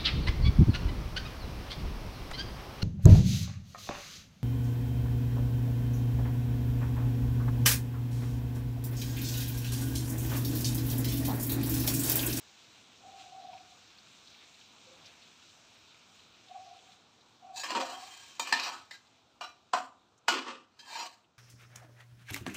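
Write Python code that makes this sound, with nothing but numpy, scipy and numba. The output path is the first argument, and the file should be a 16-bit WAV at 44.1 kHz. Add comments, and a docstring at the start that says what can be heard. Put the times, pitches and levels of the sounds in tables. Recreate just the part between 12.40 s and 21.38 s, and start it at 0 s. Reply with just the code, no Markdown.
"""Kitchen stove: a ladle knocks and scrapes a steel pan full of food, an arm's length from a phone.
Blows (short noise cracks) and stick-slip clicks drive broad bands and tuned resonators, the pan's modes.
Filtered noise and clicks sizzle, with flares and spits, later fainter, as is the low hum of coloured noise.
Poured water glugs as decaying sines; narrow noise makes a hollow, warbling call from outdoors.
Delay lines echo the pan and the glugs from the tiles."""
import sys
import numpy as np
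from scipy import signal
from scipy.fft import rfft, irfft, next_fast_len
from scipy.io import wavfile
from scipy.ndimage import uniform_filter1d
from numba import njit

SR = 44100
rng = np.random.default_rng(int(sys.argv[2]) if len(sys.argv) > 2 else 0)


def bounce(signal):
    """Save signal as a 16-bit WAV file at the path given by the first command-line argument."""
    frames = np.transpose(np.atleast_2d(signal))
    limited = np.clip(frames, -1, 1)
    pcm = np.round(limited * 32767).astype(np.int16)
    wavfile.write(sys.argv[1], SR, pcm)


N = 396018

# broad bands of the struck pan, in order thud, clang, ring, tick, grit: [f/Hz, width/Hz]
BANDS = [(360, 620), (1000, 800), (2300, 2130), (4200, 1150), (6700, 12000)]


def undb(db):
    """Decibels to gain."""
    return 10 ** (np.asarray(db) / 20)


def unit(x):
    """Scale to rms 1."""
    return x / np.sqrt(np.mean(x ** 2))


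def walk(rate_hz):
    """Random levels held 1 / rate_hz s, then slewed twice; spread near 1."""
    hold = int(SR / rate_hz)
    steps = np.repeat(rng.standard_normal(N // hold + 1), hold)
    return 1.796 * uniform_filter1d(uniform_filter1d(steps, hold), hold)[:N]


def clicks(per_s, spread_db):
    """Random clicks of either sign and exponentially spread level, rms 1."""
    hits = rng.random(N) < per_s / SR
    sign = rng.choice([-1, 1], N)
    size_db = spread_db * np.minimum(rng.exponential(size=N), 4.5)
    return unit(hits * sign * undb(size_db))


def curve(rows):
    """Gain along a table of (t/s, level/dB) points."""
    return undb(np.interp(np.arange(N) / SR, *np.transpose(rows)))


def swell(notes):
    """Summed powers of rows (t at full level/s, level/dB, rise/(dB/s), hold/s, fall/(dB/s)), as a gain."""
    t, power = np.arange(0, N + 32, 32) / SR, 1e-14
    for s, db, rise, hold, fall in notes:
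        early_s = np.maximum(s - t, 0)
        late_s = np.maximum(t - s - hold, 0)
        power = power + undb(2 * (db - rise * early_s - fall * late_s))
    return np.interp(np.arange(N) / SR, t, np.sqrt(power))


@njit
def svf(x, hz, width):
    """State-variable band-pass with a moving centre, gain 1 at the centre."""
    y, b, l = np.empty(len(x)), 0., 0.
    for i in range(len(x)):
        g, k = np.tan(np.pi * hz[i] / SR), width / hz[i]
        v = (b + g * (x[i] + 1e-18 - l)) / (1 + g * (g + k))
        b, l, y[i] = 2 * v - b, l + 2 * g * v, k * v
    return y


def band(x, hz, width):
    """Fixed fourth-order band-pass."""
    half = np.sqrt(hz ** 2 + width ** 2 / 4)
    edges_hz = [half - width / 2, half + width / 2]
    return signal.sosfilt(signal.butter(2, edges_hz, "band", fs=SR, output="sos"), x)


def coloured(source, colour, flicker_db):
    """Shape a source by a spectrum, rms 1; overlapping bands half an octave apart flicker on their own."""
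    hz, db = np.transpose(colour)
    size = next_fast_len(N)
    octave = np.log2(np.arange(1, size // 2 + 2) * SR / size)
    spectrum = rfft(source, size) * undb(np.interp(octave, np.log2(hz), db))
    out = 0
    for centre in np.arange(np.log2(hz[0]), np.log2(hz[-1]), .5):
        triangle = np.maximum(1 - 2 * abs(octave - centre), 0)
        out = out + undb(flicker_db * walk(18)) * irfft(spectrum * triangle, size)[:N]
    return unit(out)


def hum():
    """Burner roar and far traffic: coloured noise under a slow level curve."""
    # level: [t/s, level/dB]
    hum_level = [(0, -66), (.63, -64), (2.27, -66.5), (2.53, -62.5), (2.9, -66), (5.1, -67), (6.2, -68),
                 (7.7, -70.5), (8.98, -72.5)]
    # relative spectral density: [f/Hz, density/dB]
    hum_colour = [(15, -64.5), (25, -34), (37, -19), (103, 2.5), (145, -3.5), (230, 0), (398, -4.5),
                  (506, -4.5), (586, -7), (666, -2), (830, -3.5), (1410, -5.5), (2000, -27), (2600, -30.5),
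                  (4400, -120)]
    return coloured(rng.standard_normal(N), hum_colour, 1.0) * curve(hum_level)


def call():
    """A hollow call from outdoors: two close, wavering tones of narrow noise beat against each other."""
    # notes: [t at full level/s, level/dB, hold/s, fall/(dB/s)]
    call_notes = [(0.638, -54, 0.24, 248), (0.933, -49.5, 0.21, 115), (1.318, -61.5, 0.008, 300),
                  (4.11, -50.5, 0.0086, 896), (4.156, -45, 0.031, 600), (4.207, -51, 0.013, 300),
                  (4.257, -53.5, 0.074, 140), (4.475, -61.5, .005, 144), (5.045, -50, 0.15, 250),
                  (5.306, -51.5, 0.33, 116)]
    # faint side tones: [f/Hz, level re main tones/dB]
    side_tones = [(650, -15), (1120, -22.5)]
    centre_hz, waver_hz, offset_hz, width_hz = 747, 4, 20.6, 42.3
    rise_db_per_s = 600
    pair, hz = 0, centre_hz + waver_hz * walk(9)
    for side in (-1, 1):
        tone = rng.standard_normal(N)
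        for _ in range(3):
            tone = svf(tone, hz + side * offset_hz, width_hz)
        pair = pair + tone
    # level out swings slower than the 68 ms window
    steady = pair / np.sqrt(uniform_filter1d(pair ** 2, size=3000))
    for side_hz, db in side_tones:
        steady = steady + undb(db) * unit(band(rng.standard_normal(N), side_hz, width_hz))
    return steady * swell([(s, db, rise_db_per_s, hold, fall) for s, db, hold, fall in call_notes])


def sizzle():
    """Tiny steam bubbles burst in the fat: hiss and crackle, flares where water meets it, louder spits."""
    # steady level: [t/s, level/dB]
    sizzle_level = [(0, -59.5), (1.5, -59.5), (1.9, -58.5), (3.6, -61), (4.5, -62), (4.67, -67), (5.1, -67),
                    (5.9, -58.5), (6.8, -70.5), (7.7, -74.5), (8.35, -77), (8.98, -77.5)]
    # relative spectral density: [f/Hz, density/dB]
    sizzle_colour = [(900, -10.5), (1300, -5.5), (1500, -2.5), (1950, -5), (2400, 2), (3100, 1.5),
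                     (3900, 4), (4700, -3), (6000, -2.5), (7300, -6.5), (8400, -12), (9300, -27),
                     (11000, -29.5), (12000, -23), (13500, -35), (15000, -20), (16000, -26)]
    # water meets hot fat: [t at full level/s, level/dB]
    flares = [(.81, -55), (1.59, -76), (2.67, -56.5), (4.53, -64)]
    # fat spitting: [t/s, level before decay/dB, f/Hz]
    spits = [(0.7994, -59, 2840), (1.131, -56.5, 2510), (1.176, -56.5, 2600), (1.5843, -56.5, 4200),
             (1.873, -53.5, 3870), (1.944, -58, 2430), (2.143, -59, 3930), (2.211, -57, 2870),
             (2.6585, -52.5, 4740), (2.821, -60, 3800), (3.09, -61, 3530), (3.5438, -60, 2440),
             (3.791, -58, 3140), (4.084, -59, 3540), (4.389, -60, 3160), (4.518, -58.5, 3900),
             (4.81, -63, 3930), (6.67, -65, 3940), (7.778, -68, 6600), (8.842, -68.5, 2820)]
    crackle_per_s, crackle_spread_db, crackle_db = 450, 1.5, -7
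    flare_rise_db_per_s, flare_fall_db_per_s = 196, 160
    burst = rng.standard_normal(N) + undb(crackle_db) * clicks(crackle_per_s, crackle_spread_db)
    hiss = coloured(burst * undb(0.26 * walk(17)), sizzle_colour, 1.0)
    flare_gain = swell([(s, db, flare_rise_db_per_s, 0, flare_fall_db_per_s) for s, db in flares])
    out = hiss * np.hypot(curve(sizzle_level), flare_gain)
    fade = np.exp(-np.arange(600) / SR / 0.025)
    for (s, db, hz), grit in zip(spits, rng.standard_normal((len(spits), 600))):
        i = int(s * SR)
        out[i:i + 600] += undb(db) * fade * unit(band(grit, hz, 0.3 * hz))
    return out


def glugs():
    """Air pockets in the poured water ring briefly: decaying sines with a 12 ms onset ramp."""
    # [t/s, level before ramp and decay/dB, f/Hz, T60/s]
    air_pockets = [(1.128, -38, 940, 0.048), (2.467, -50.5, 516, 0.14), (2.509, -50, 524, 0.13)]
    out, time = np.zeros(N), np.arange(6000) / SR
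    for s, db, hz, t60 in air_pockets:
        envelope = np.minimum(time / 0.012, 1) * 1000 ** (-time / t60)
        i = int(s * SR)
        out[i:i + 6000] += undb(db) * envelope * np.sin(2 * np.pi * hz * time)
    return out


def contact():
    """Force of ladle on steel per band: noise cracks for blows, stick-slip clicks for rattles and drags."""
    # blows: [t/s, level/dB, tilt/(dB/octave), bend/(dB/octave^2), thud re level/dB, rattle re level/dB]
    blows = [(5.16, -43, 6, -0.5, -26, -4), (5.233, -33, 1, -1, -36, -6.5),
             (5.304, -28.5, -4, 1.5, -16, -15), (5.349, -32, -5.5, -1, 7, -7.5),
             (5.413, -36, -11, -1, -7, -18), (5.496, -44, 1, 2.5, -16.5, -7.5),
             (5.995, -24.5, 1.6, 1.5, -15.5, -14), (6.071, -39, 0.5, 2, -7.5, -6),
             (6.124, -14, 0, -3.5, -16, -13), (6.196, -28.5, 23, -19, -17.5, -14),
             (6.229, -35.5, 5, -3.5, -18.5, 0), (6.509, -39, 4.5, -4, -26.5, -9),
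             (7.009, -35, -4, 1, -19, -6.5), (7.333, -30.5, -7, 4.5, -3, -9),
             (7.881, -14.5, -2, 0, -20.5, -13.5), (8.39, -51, 21.5, -16.5, -16.5, -2.5),
             (8.523, -48, -7, -1, -26, -6), (8.541, -43.5, 11, -7, -25.5, -2),
             (8.553, -45, -9, 0, -20, -14), (8.608, -49.5, -5, -1.5, -20, -9)]
    # drags: [t at full level/s, level/dB, tilt/(dB/octave), bend/(dB/octave^2), thud re level/dB,
    #         rise/(dB/s), hold/s, fall/(dB/s)]
    drags = [(5.169, -48, 3.5, 0.5, -24, 780, 0.046, 250), (5.298, -44, -3, 0, -0.5, 400, 0.085, 200),
             (5.41, -44.5, -2.5, 1.8, -7, 399, 0.035, 85), (5.603, -54, 4, 0, -14, 102.6, 0.037, 27),
             (6.052, -42.5, -6, -12, -16, 293, 0.066, 200), (6.145, -36, -5, -6.5, -26, 890, 0.028, 199),
             (6.257, -42, -2.3, 0.7, -19, 197.5, 0.02, 161), (6.335, -54, -3.5, 2, -4, 300, 0.024, 173),
             (7.913, -37, -7, -6.5, -1, 884, 0.068, 196), (8.076, -45, -10.5, -6.5, 3, 198, 0.013, 146),
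             (8.502, -50.5, 0.5, 0.5, -20, 197, 0.054, 104),
             (8.589, -42.5, -0.5, 0, -14.5, 151.5, 0.013, 159), (8.664, -55, 2, 0, -17, 204, 0.0087, 176)]
    # how readily each band answers the ladle: [gain/dB]
    answer_db = [-3, -1.5, -2, -3.5, -4.5]
    # how fast each band dies: [factor on fall rate]
    fall_share = [1.22, 1.3, 1.17, 1.19, 1.04]
    crack_decay_s, crack_rise_s = 0.0042, 0.0024
    crack_thud_db = -2.5  # a crack is too short to drive the bass fully
    rattle_rise_db_per_s, rattle_fall_db_per_s, thud_hold_s = 4000, 190, 0.027
    slips_per_s, slip_spread_db = 1200, 0.5
    judder_db, judders_per_s = 1.3, 110

    slips = unit(clicks(slips_per_s, slip_spread_db) + rng.standard_normal(N))
    slips = slips * undb(judder_db * walk(judders_per_s))
    time = np.arange(1500) / SR
    grit = rng.standard_normal(N)
    fade = np.minimum(time / crack_rise_s, 1) * np.exp(-time / crack_decay_s)

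    def level_db(k, db, tilt, bend, thud):
        """Level in band k; the thud has its own, the rest follow tilt and bend about the ring band."""
        octaves = np.log2(BANDS[k][0] / BANDS[2][0])
        return answer_db[k] + db + (thud if k == 0 else tilt * octaves + bend * octaves ** 2)

    force = []
    for k, (_, width) in enumerate(BANDS):
        even = np.sqrt(SR / 2 / width)  # white force that gives rms 1 inside the band
        hold_s = thud_hold_s if k == 0 else 0
        rattle_fall = rattle_fall_db_per_s * fall_share[k]
        notes = [(s + crack_decay_s, level_db(k, *colour) + rattle, rattle_rise_db_per_s, hold_s, rattle_fall)
                 for s, *colour, rattle in blows]
        notes += [(s, level_db(k, *colour), rise, hold, fall * fall_share[k])
                  for s, *colour, rise, hold, fall in drags]
        push = swell(notes) * slips
        for s, *colour, _ in blows:
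            i = int(s * SR)
            crack_db = level_db(k, *colour) + (crack_thud_db if k == 0 else 0)
            push[i:i + 1500] += undb(crack_db) * fade * grit[i:i + 1500]
        force.append(even * push)
    return force


def pan():
    """Dense small modes of the food-damped steel act as broad bands; the strong ones ring out as lines."""
    # modes: [f/Hz, relative level/dB, width/Hz]
    modes = np.array([(268, -4, 16), (336, -7, 16), (380, -3, 25), (533, -2, 16), (742, -1, 35),
                      (935, -2, 32), (1012, -2, 35), (1106, -2, 40), (1180, -4, 30), (1270, -3, 25),
                      (1440, -4, 45), (1640, -4, 40), (1730, -6, 30), (1800, -6, 55), (2020, -9, 90),
                      (2390, -4, 40), (2510, -6, 40), (2630, -6, 35), (2820, -8, 22), (2910, -6, 30),
                      (3155, -3, 30), (3470, -6, 40), (3700, -4, 50), (3940, -4, 22), (4110, -2, 45),
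                      (4690, -6, 30), (4810, -6, 60), (5070, -8, 50), (5450, -6, 18), (5700, -6, 20),
                      (6200, -6, 40), (6810, -5, 35), (7180, -5, 50)])
    # where the ladle touches decides which modes are driven most: [from t/s, [(mode f/Hz, boost/dB), ..]]
    touches = [(5.15, [(268, 7), (925, 21), (1730, 13), (2630, 22), (3900, 4), (4690, 13)]),
               (5.23, [(335, 13), (1110, 16), (2510, 1), (3170, 16), (5070, 20)]), (5.28, [(335, 7),
               (1020, 19), (1440, 16.5), (2510, 2), (4110, 6)]), (5.347, [(268, 12), (535, 13), (925, 10),
               (1110, 8), (1812, 10), (2910, 8), (3710, 10), (4110, 12)]), (5.385, [(268, 9), (335, 8),
               (535, 13), (742, 8), (2910, 6)]), (5.532, [(382, 5), (1110, 10), (3170, 13.5)]),
               (5.99, [(268, 7), (925, 10), (1110, 0.5), (2395, 18.5), (3170, 13), (3710, 20), (4690, 17.5),
               (5070, -1), (6800, 8)]), (6.03, [(268, 6), (1110, 6), (2395, 8), (2510, 6), (4690, 10)]),
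               (6.12, [(268, 12), (925, 11), (1730, 9), (1812, 13), (2395, 10), (3470, 8), (4110, 18)]),
               (6.19, [(335, 7), (1110, 7), (1812, 4), (3900, 12), (4110, 14)]), (6.225, [(335, 4),
               (1110, 8), (2510, 8), (4110, 5), (5720, 20)]), (6.3, [(382, 3), (742, -1), (1270, 4)]),
               (6.505, [(1812, 16), (2020, 20)]), (6.528, [(1270, 12), (1440, 10), (1640, 12), (2020, 14)]),
               (7.0, [(742, 14), (1180, 18), (1440, 10), (2395, 10), (2780, 14), (3900, 17), (5480, 20),
               (5720, 16)]), (7.33, [(268, 16), (742, 12), (925, 10), (1020, 21), (2510, 8), (4110, 6),
               (7200, 9)]), (7.87, [(268, 6), (1020, 6), (1440, 9), (2395, 8), (3170, 10), (3710, 8)]),
               (7.905, [(382, 2), (535, -6), (742, -6), (2910, 3)]), (8.06, [(268, 6), (535, -8), (742, -6),
               (1812, 7), (2630, 5), (5720, 10)]), (8.385, [(925, 23), (1730, 15.5), (2630, 18), (3170, 17),
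               (3900, 12.5), (4800, 15), (6200, 10)]), (8.46, [(925, 22), (1640, 8), (2395, 6), (3710, 6),
               (5480, 8)]), (8.57, [(335, 10), (925, 13), (4110, 15), (5720, 19), (6800, 16)]),
               (8.63, [(742, 6.5), (1110, 8), (3170, 5), (4110, -3)])]
    mode_db, mode_scatter_db = -8, 2.5
    mic_knee_hz, mic_top_db = 8230, -23.5

    starts_s = [s for s, _ in touches]
    place = np.searchsorted(starts_s, np.arange(N) / SR, side="right").clip(1) - 1
    favour_db = np.zeros((len(modes), len(touches)))
    for j, (_, favoured) in enumerate(touches):
        for hz, db in favoured:
            favour_db[np.argmin(abs(modes[:, 0] - hz)), j] = db
    # each mode belongs to the nearest band
    home = np.argmin(abs(np.log(modes[:, :1] / np.array(BANDS)[:, 0])), axis=1)
    out, force = 0, contact()
    for k, (centre_hz, band_hz) in enumerate(BANDS):
        members = np.flatnonzero(home == k)
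        gains = [undb(modes[m, 1] + mode_db + favour_db[m][place] + mode_scatter_db * walk(22))
                 for m in members]
        # contact energy is shared out between the broad band and its modes
        push = force[k] / np.sqrt(1 + sum(gain ** 2 for gain in gains))
        out = out + band(push, centre_hz, band_hz)
        for (hz, _, width), gain in zip(modes[members], gains):
            # moving food loads the steel and detunes each mode a little
            line = svf(gain * push, hz * (1 + 0.0032 * walk(8)), width)
            out = out + line * np.sqrt(band_hz / width / (np.pi / 2))
    # a pan this small radiates no deep bass
    out = signal.sosfilt(signal.butter(6, 245, "high", fs=SR, output="sos"), out)
    # the phone's microphone steps down above its knee; the weak top is added apart
    out = signal.sosfilt(signal.ellip(5, .5, 40, mic_knee_hz, fs=SR, output="sos"), out)
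    top = band(force[3] * undb(-11) + force[4], 11000, 5300)
    top = top + undb(6.5) * band(force[4], 12000, 700)
    top = top + undb(12) * band(force[4], 15000, 800)
    return out + undb(mic_top_db) * top


@njit
def walls(x, lags, gain, damp):
    """Room echo: eight delay lines that feed each other, duller on every round."""
    line, soft, out = np.zeros((8, 4096)), np.zeros(8), np.zeros(len(x))
    for i in range(len(x)):
        total = 0.
        for k in range(8):
            soft[k] += (1 - damp) * (gain[k] * line[k, (i - lags[k]) & 4095] - soft[k])
            total += soft[k]
            out[i] += soft[k] * (1 - 2 * (k % 2))
        for k in range(8):
            line[k, i & 4095] = x[i] + 1e-18 + soft[k] - total / 4
    return out


def scene():
    """Pan and glugs close by with their echo from the tiles, over call, sizzle and hum."""
    bass_t60_s, damp, echo_gain_db = 0.47, 0.41, -23
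    lags = np.array([401, 523, 661, 787, 947, 1123, 1327, 1543])  # samples
    near = pan() + glugs()
    tiles = walls(near, lags, undb(-60 * lags / SR / bass_t60_s), damp)
    return (near + undb(echo_gain_db) * tiles + call() + sizzle() + hum())[None]


def record(dry):
    """The phone cuts the top: steep low-pass at 15480 Hz."""
    return signal.sosfilt(signal.ellip(10, .2, 70, 15480, fs=SR, output="sos"), dry)


dry = scene()
out = record(dry)
bounce(out)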